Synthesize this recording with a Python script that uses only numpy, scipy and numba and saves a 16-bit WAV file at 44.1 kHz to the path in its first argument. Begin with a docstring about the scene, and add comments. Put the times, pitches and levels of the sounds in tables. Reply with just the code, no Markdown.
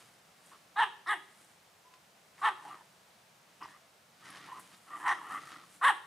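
"""On sandy ground among boulders, two young dogs play-fight a few metres away.
Slack vocal folds flap in slow, uneven growls; hard pushes of air drive five short, hoarse barks,
shaped by throat, jaw and lips. Thin whimpers slip in between, paws scuff, breath hisses, jaws snap.
The rocks throw back a short echo over a quiet outdoor hush."""
import sys
import numpy as np
from scipy import signal
from scipy.fft import rfft, irfft, next_fast_len
from scipy.io import wavfile
from scipy.ndimage import uniform_filter1d
from numba import njit

SR = 44100
rng = np.random.default_rng(int(sys.argv[2]) if len(sys.argv) > 2 else 0)


def to_wav(sig):
    """Store sig (one row per channel, or 1-D mono) as 16-bit WAV at the path in sys.argv[1].

    Samples outside -1..1 are clipped; the rate is SR.
    """
    pcm = np.clip(np.atleast_2d(sig), -1, 1) * 32767
    pcm = np.round(pcm).astype(np.int16)
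    wavfile.write(sys.argv[1], SR, pcm.T)  # frames by channels


N = 267246
T = np.arange(N) / SR

# tone of the outdoor bed: f/Hz, level/dB
HUSH_SPECTRUM = [(25, -46), (55, -12.5), (100, -4.5), (170, 2), (280, -6.5), (700, -0.5), (1100, -3.5),
                 (4000, -9.5), (9000, -14), (15500, -21.5)]
# stereo width of hush and echo: f/Hz, side against mid/dB
DIFFUSE_WIDTH = [(180, -19.5), (700, -3.5), (5000, -5.5), (15000, -16)]
# returns from the rocks: delay/s, level/dB, t60/s
REFLECTIONS = [(0.001, -11, 0.21), (0.06, -21.5, 0.53), (0.058, -41, 0.56)]
# tone of the echo: f/Hz, gain/dB
ECHO_EQ = [(400, 10.5), (950, -3), (1850, -1), (3300, 6), (9000, 5.5)]
# tone of rubbing sand and the hiss above it: f/Hz, level/dB
SCRAPE_HISS_SPECTRUM = [(40, -44), (160, 1), (550, -8.5), (1300, 1.5), (2000, -1.5), (6500, -10.5),
                        (9700, -8), (15500, -30)]
# paw scrapes and breathy growl hiss: peak t/s, length/s, coarse sand level/dB,
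# high hiss level/dB (fine sand or the growling dog's breath)
SCRAPE_HISS_CUES = [(-0.002, 0.23, -62, -67), (0.5, 0.15, -65, -68), (1.408, 0.17, -66.5, -64.5),
                    (2.423, .08, -61, -66.5), (2.683, 0.23, -65.5, -69), (3.685, 0.21, -64, -72),
                    (4.276, 0.096, -54.5, -65), (4.366, 0.067, -59, -69), (4.46, 0.2, -58.5, -75),
                    (4.64, 0.21, -67, -67.5), (4.741, 0.046, -61.5, -73), (5.017, 0.23, -65, -63),
                    (5.323, 0.12, -62, -62), (5.51, 0.21, -56, -65), (5.747, 0.08, -68, -63)]
# jaw snaps, spits of air through the teeth and kicked grit: t/s, level/dB, f/Hz, width/Hz, t60/s
SNAP_BURSTS = [(.459, -53.5, 8700, 3020, .03), (1.07, -55, 5120, 900, 0.11),
               (1.938, -52, 1790, 3520, 0.031), (2.38, -52, 1900, 1200, 0.032),
               (3.628, -55, 5070, 1100, 0.095), (4.304, -48.5, 10200, 2500, 0.026),
               (4.593, -52, 9600, 5000, 0.089), (4.732, -60, 3000, 7100, 0.089),
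               (5.074, -50, 5760, 1500, 0.25)]
# whimpers: t/s, length/s, top pitch f/Hz, level/dB
WHIMPER_CUES = [(1.84, 0.058, 1010, -63), (1.899, 0.093, 1033, -65), (3.797, 0.087, 664, -70.5),
                (4.513, 0.025, 1026, -42), (4.557, .036, 1032, -48), (4.925, 0.0415, 1190, -41.5)]
# tone of the growling throat: f/Hz, gain/dB
GROWL_THROAT_EQ = [(60, -31), (160, -14), (390, -7), (530, -16), (780, -0.5), (1300, 1), (1500, -2.5),
                   (2000, -7.5), (2300, -14), (3000, -12), (3800, -28.5), (12000, -41)]
# growls: t/s, length/s, level/dB, mouth resonance f/Hz, upper resonance against it/dB
GROWL_CUES = [ (0.508, 0.057, -57.5, 1130, -11), (2.376, 0.039, -59.5, 1160, -4),
              (2.561, 0.094, -56, 1070, -10), (2.641, 0.069, -49, 876, -20),
              (2.697, 0.062, -48.5, 1100, -8), (2.75, 0.078, -57.5, 1044, -2),
              (3.607, .057, -44.5, 967, -11), (3.658, 0.12, -60, 1090, 8), (4.22, 0.25, -56.5, 1270, 7.5),
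              (4.472, 0.14, -50.5, 1040, -7), (4.867, 0.079, -55.5, 1075, -13),
              (4.902, 0.095, -47, 1180, -1.5), (4.994, 0.086, -45.5, 1120, 1),
              (5.137, 0.186, -48, 1170, -3.5), (5.298, 0.058, -41, 1370, 2),
              (5.337, 0.057, -39.5, 1115, -0.5), (5.408, 0.17, -54, 1250, 5.5),
              (5.542, .115, -58, 1230, -2), ]
# tone of the barking throat: f/Hz, gain/dB
BARK_THROAT_EQ = [(60, -32), (400, -25.5), (590, -17.5), (850, 4), (1300, 4), (1480, 6.5), (1980, -8),
                  (2300, -11), (2900, -11), (3900, -21.5), (4700, -33.5), (7000, -37), (8200, -23.5),
                  (10000, -27), (15000, -56)]
# barks: t/s, length/s, level/dB, top pitch f/Hz, arch depth/octaves, apex/share of length,
# roughness/0-1, mouth resonance f/Hz, its fall as the jaw shuts/octaves, upper resonance f/Hz,
# its level/dB, lip resonance level/dB, hiss through the teeth/dB
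BARK_CUES = [ (0.757, 0.087, -23, 466, 0.27, 0.58, 0.35, 980, 0.023, 1790, 7, 7, -6.5),
             (1.058, 0.086, -27.5, 432, 0.49, 0.65, 0.3, 1230, 0.67, 1917, 15.5, 10.5, 5),
             (2.412, 0.083, -24.5, 443, .27, .62, 0.5, 1085, 0.14, 1860, 3, -4, -5),
             (5.034, .099, -27, 373.4, .25, .74, .62, 1030, .06, 1910, 8.5, -42, -2.5),
             (5.81, .099, -20.5, 571.7, .74, .57, 0.33, 1170, .36, 1844, 8, -0.5, 0.5), ]


def undb(db):
    """Decibels to gain."""
    return 10 ** (np.asarray(db) / 20)


def unit(x):
    """Scale to rms 1."""
    return x / np.sqrt(np.mean(x ** 2) + 1e-18)


def steady(x, seconds):
    """Ride the short-term rms to 1, leaving faster pulsing alone."""
    window = int(seconds * SR)
    power = uniform_filter1d(uniform_filter1d(x ** 2, window), window)
    return x / np.sqrt(np.abs(power) + 1e-12)


def colour(x, points):
    """EQ along a curve of (f/Hz, gain/dB) points."""
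    hz, db = np.transpose(points)
    size = next_fast_len(x.shape[-1])
    f = np.maximum(np.fft.rfftfreq(size, 1 / SR), 1)
    gain = undb(np.interp(np.log(f), np.log(hz), db))
    return irfft(rfft(x, size) * gain, size)[..., :x.shape[-1]]


def walk(t, rate):
    """Random wander with a spread near 1, at `rate` steps a second."""
    steps = rng.standard_normal(4096)
    return np.interp((t - t[0]) * rate, np.arange(len(steps)), steps)


def stretch(start, length):
    """Sample indices of an event and its age in seconds."""
    span = np.arange(int(start * SR), min(int((start + length) * SR), N))
    return span, (span - span[0]) / SR


def ramp(age, seconds):
    """A smooth fade from 0 to 1."""
    return np.sin(np.pi / 2 * np.clip(age / seconds, 0, 1)) ** 2


def decay(age, t60):
    """An exponential tail, 60 dB down after t60 seconds."""
    return np.exp(-np.log(1000) * age / t60)


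@njit
def bandpass(x, hz, width):
    """State-variable band-pass with a moving centre."""
    y, band_state, low_state = np.empty(len(x)), 0., 0.
    for i in range(len(x)):
        tuning, damping = np.tan(np.pi * hz[i] / SR), width / hz[i]
        band = (band_state + tuning * (x[i] - low_state)) / (1 + tuning * (tuning + damping))
        band_state = 2 * band - band_state
        low_state += 2 * tuning * band
        y[i] = damping * band
    return y


def resonance(x, hz, width):
    """Two band-passes in series, for steep flanks."""
    centre = hz + np.zeros(len(x))
    return bandpass(bandpass(x, centre, float(width)), centre, float(width))


def widen(mid, side):
    """Mid and side to stereo, nearly mono in the bass."""
    return mid + colour(side, DIFFUSE_WIDTH) * np.array([[1], [-1]])


def hush(level_db=-64, sway_db=.3):
    """A bed of distant outdoor noise whose level barely sways."""
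    mid, side = (unit(colour(rng.standard_normal(N), HUSH_SPECTRUM)) for _ in range(2))
    return widen(mid, side) * undb(level_db + sway_db * walk(T, 2.6))


def rock_echo(x, side_db=-1):
    """Dense scatter off the nearby boulders, a later bounce from a bank of stones, a faint tail."""
    age = np.arange(SR) / SR
    power = sum((undb(db) * unit((age > delay) * decay(age, t60))) ** 2
                for delay, db, t60 in REFLECTIONS)
    impulses = (np.sqrt(power / SR) * colour(rng.standard_normal(SR), ECHO_EQ) for _ in range(2))
    mid, side = (signal.fftconvolve(x, impulse)[:N] for impulse in impulses)
    return widen(mid, undb(side_db) * side)


def scrapes_and_hiss(grains_per_s=5000, spread_db=3.5, flicker_db=2, edge_db=-8.5):
    """Grainy swells: paws scrape coarse sand under a high hiss of fine sand or a growling dog's breath."""
    ticks = (rng.random(N) < grains_per_s / SR) * rng.standard_normal(N)
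    sizes = undb(spread_db * np.minimum(rng.exponential(size=N), 4))
    texture = steady(colour(ticks * sizes, SCRAPE_HISS_SPECTRUM), .04)
    highs = colour(texture, [(3500, -30), (7500, 0)])
    # scrape and hiss flicker independently
    scrape, hiss = (unit(band) * undb(flicker_db * walk(T, 45)) for band in (texture - highs, highs))
    out = np.zeros(N)
    for peak_s, length, scrape_db, hiss_db in SCRAPE_HISS_CUES:
        envelope = undb(edge_db * np.abs(T - peak_s) / (length / 2))
        out += (scrape * undb(scrape_db) + hiss * undb(hiss_db)) * envelope
    return out


def snaps(rise_share=.042):
    """Jaws, spits of air and kicked grit: quick noise bursts, the longer ones softer in attack."""
    out = np.zeros(N)
    age = np.arange(SR // 8) / SR
    for start, db, hz, width, t60 in SNAP_BURSTS:
        noise = unit(resonance(rng.standard_normal(len(age)), hz, width))
        first = int(start * SR)
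        out[first:first + len(age)] += noise * undb(db) * ramp(age, rise_share * t60) * decay(age, t60)
    return out


def whimpers(arch_octaves=.106, wobble=.018):
    """Thin, nearly pure tones through a closed mouth, each a small arch in pitch."""
    out = np.zeros(N)
    for start, length, top_hz, db in WHIMPER_CUES:
        span, age = stretch(start, length)
        arch = 2 ** (-arch_octaves * (2 * age / length - 1) ** 2)
        hz = top_hz * arch * (1 + wobble * walk(age, 240))
        tone = unit(np.sin(2 * np.pi * np.cumsum(hz) / SR))
        out[span] += tone * undb(db) * signal.windows.tukey(len(span), .6)
    return out


def folds(t, hz, rough, jitter, shimmer, air, open_share, soft_hz):
    """Vocal folds: a pulse and a puff of turbulence each cycle, uneven in time and size when rough."""
    cycles = np.cumsum(hz * np.exp(jitter * rough * walk(t, np.mean(hz)))) / SR
    count, phase = cycles.astype(int), cycles % 1
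    size = undb(shimmer * rough * rng.standard_normal(512)[count])
    pulses = unit(np.sinc((phase - .5) * SR / hz) * size)
    airflow = np.exp(-((phase - .5) % 1) / open_share)
    puffs = unit(rng.standard_normal(N)[:len(t)] * airflow * size)
    # the folds close softly: high up, turbulence takes over from the pulses
    clear = colour(pulses, [(soft_hz, 0), (2 * soft_hz, -14)])
    breathy = colour(puffs, [(soft_hz / 2, -20), (soft_hz, -12), (1.5 * soft_hz, -2)])
    return (1 - rough) * (clear + breathy) + air * rough * puffs


def mouth(source, throat_eq, mouth_hz, upper_hz, upper_db, width_hz, boost_db):
    """The tone of the throat, lifted at two resonances of the open mouth."""
    voice = colour(source, throat_eq)
    lift = resonance(voice, mouth_hz, width_hz) + undb(upper_db) * resonance(voice, upper_hz, width_hz)
    return voice + undb(boost_db) * lift


def growls(pulse_hz=110, upper_hz=1880, jaw_wander=.11, attack_s=.018, release_s=.023):
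    """Slack folds flap slowly and unevenly behind bared teeth, in short pushes."""
    out = np.zeros(N)
    for start, length, db, open_hz, upper_db in GROWL_CUES:
        span, age = stretch(start - attack_s / 4, length + release_s / 2)
        hz = pulse_hz * np.exp(.2 * walk(age, 20))
        source = folds(age, hz, rough=.6, jitter=.45, shimmer=3, air=1.1, open_share=.8, soft_hz=1690)
        # the jaw wavers; the upper resonance moves with it, half as far
        jaw = np.exp(jaw_wander * walk(age, 21.5))
        voice = mouth(source, GROWL_THROAT_EQ, open_hz * jaw, upper_hz * np.sqrt(jaw), upper_db,
                      width_hz=340, boost_db=8)
        fades = ramp(age, attack_s) * ramp(age[-1] - age, release_s)
        out[span] += steady(voice, .035) * undb(db) * fades
    return out


def air_push(age, length, release_s, start_db=-16.5, swell_s=.04, sag_db=-2, sag_s=.038,
             release_db=-11, tail_db_per_s=330):
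    """Force of the air behind a bark in dB: it starts weak, swells, holds, sags and gives out."""
    past_end = age - length
    swell = start_db * np.maximum(1 - age / swell_s, 0)
    sag = sag_db * ramp(past_end + sag_s, sag_s)
    release = release_db * ramp(past_end + release_s / 2, release_s)
    return swell + sag + release - tail_db_per_s * np.maximum(past_end, 0)


def barks(attack_s=.0071, release_s=.017, tail_s=.045, arch_power=1.5, soft_rough_share=.73,
          slack_upper_db=-5.5, lips_hz=(4000, 2500), shut_db=-7, open_s=.028, chest_db=-50):
    """Each bark swells, arches in pitch and rasps at full force; the jaw shuts as the air gives out."""
    out = np.zeros(N)
    for (start, length, level_db, top_hz, arch_octaves, apex, rough,
         open_hz, jaw_fall, upper_hz, upper_db, lips_db, teeth_db) in BARK_CUES:
        span, age = stretch(start, length + tail_s)
        push_db = air_push(age, length, release_s)
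        # slack is 0 at the top of the pitch arch and about 1 at its feet
        slack = np.tanh(np.abs(age / (apex * length) - 1) ** arch_power) / np.tanh(1)
        hz = top_hz * 2 ** (-arch_octaves * slack)
        rasp = np.clip(rough * (soft_rough_share + (1 - soft_rough_share) * undb(push_db)), 0, 1)
        source = folds(age, hz, rasp, jitter=.08, shimmer=4, air=1.2, open_share=.55, soft_hz=2700)
        mouth_hz = open_hz * 2 ** (-jaw_fall * ramp(age - length / 2, length * .68))
        voice = mouth(source, BARK_THROAT_EQ, mouth_hz, upper_hz, upper_db + slack_upper_db * slack,
                      width_hz=400, boost_db=3)
        voice = steady(voice, .0058)
        # the lips close over the teeth, so their resonance falls
        voice += undb(lips_db) * resonance(voice, np.linspace(*lips_hz, len(span)), width=1200)
        voice = colour(voice, [(6000, 0), (8000, teeth_db)])
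        # the overtones come in as the mouth opens; a harder push brightens the treble
        opening = undb(shut_db * (1 - ramp(age, open_s)))
        effort = undb(.1 * push_db)
        voice += colour(voice, [(1100, -30), (1700, 0)]) * (opening - 1)
        voice += colour(voice, [(1900, -30), (2700, 0)]) * (effort - 1)
        # the chest resonates with the fundamental, which swells and fades more slowly
        fundamental = np.sin(2 * np.pi * np.cumsum(hz) / SR)
        chest = resonance(fundamental, hz=376, width=120) * undb(chest_db)
        chest *= effort * opening * (1 - rasp)
        fades = ramp(age, attack_s) * ramp(age[-1] - age, release_s)
        out[span] += (voice * undb(level_db + push_db) + chest) * fades
    return out


def scene():
    """The dogs dead centre, their echo and the hush spread around them."""
    dogs = barks() + growls() + whimpers() + scrapes_and_hiss() + snaps()
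    return dogs + rock_echo(dogs) + hush()


def record(dry, low_cut_hz=45, high_cut_hz=15500):
    """Roll off the rumble and cut the very top steeply."""
    low_cut = signal.butter(2, low_cut_hz, "high", fs=SR, output="sos")
    high_cut = signal.ellip(10, .1, 70, high_cut_hz, fs=SR, output="sos")
    return signal.sosfilt(high_cut, signal.sosfilt(low_cut, dry))


dry = scene()
out = record(dry)
to_wav(out)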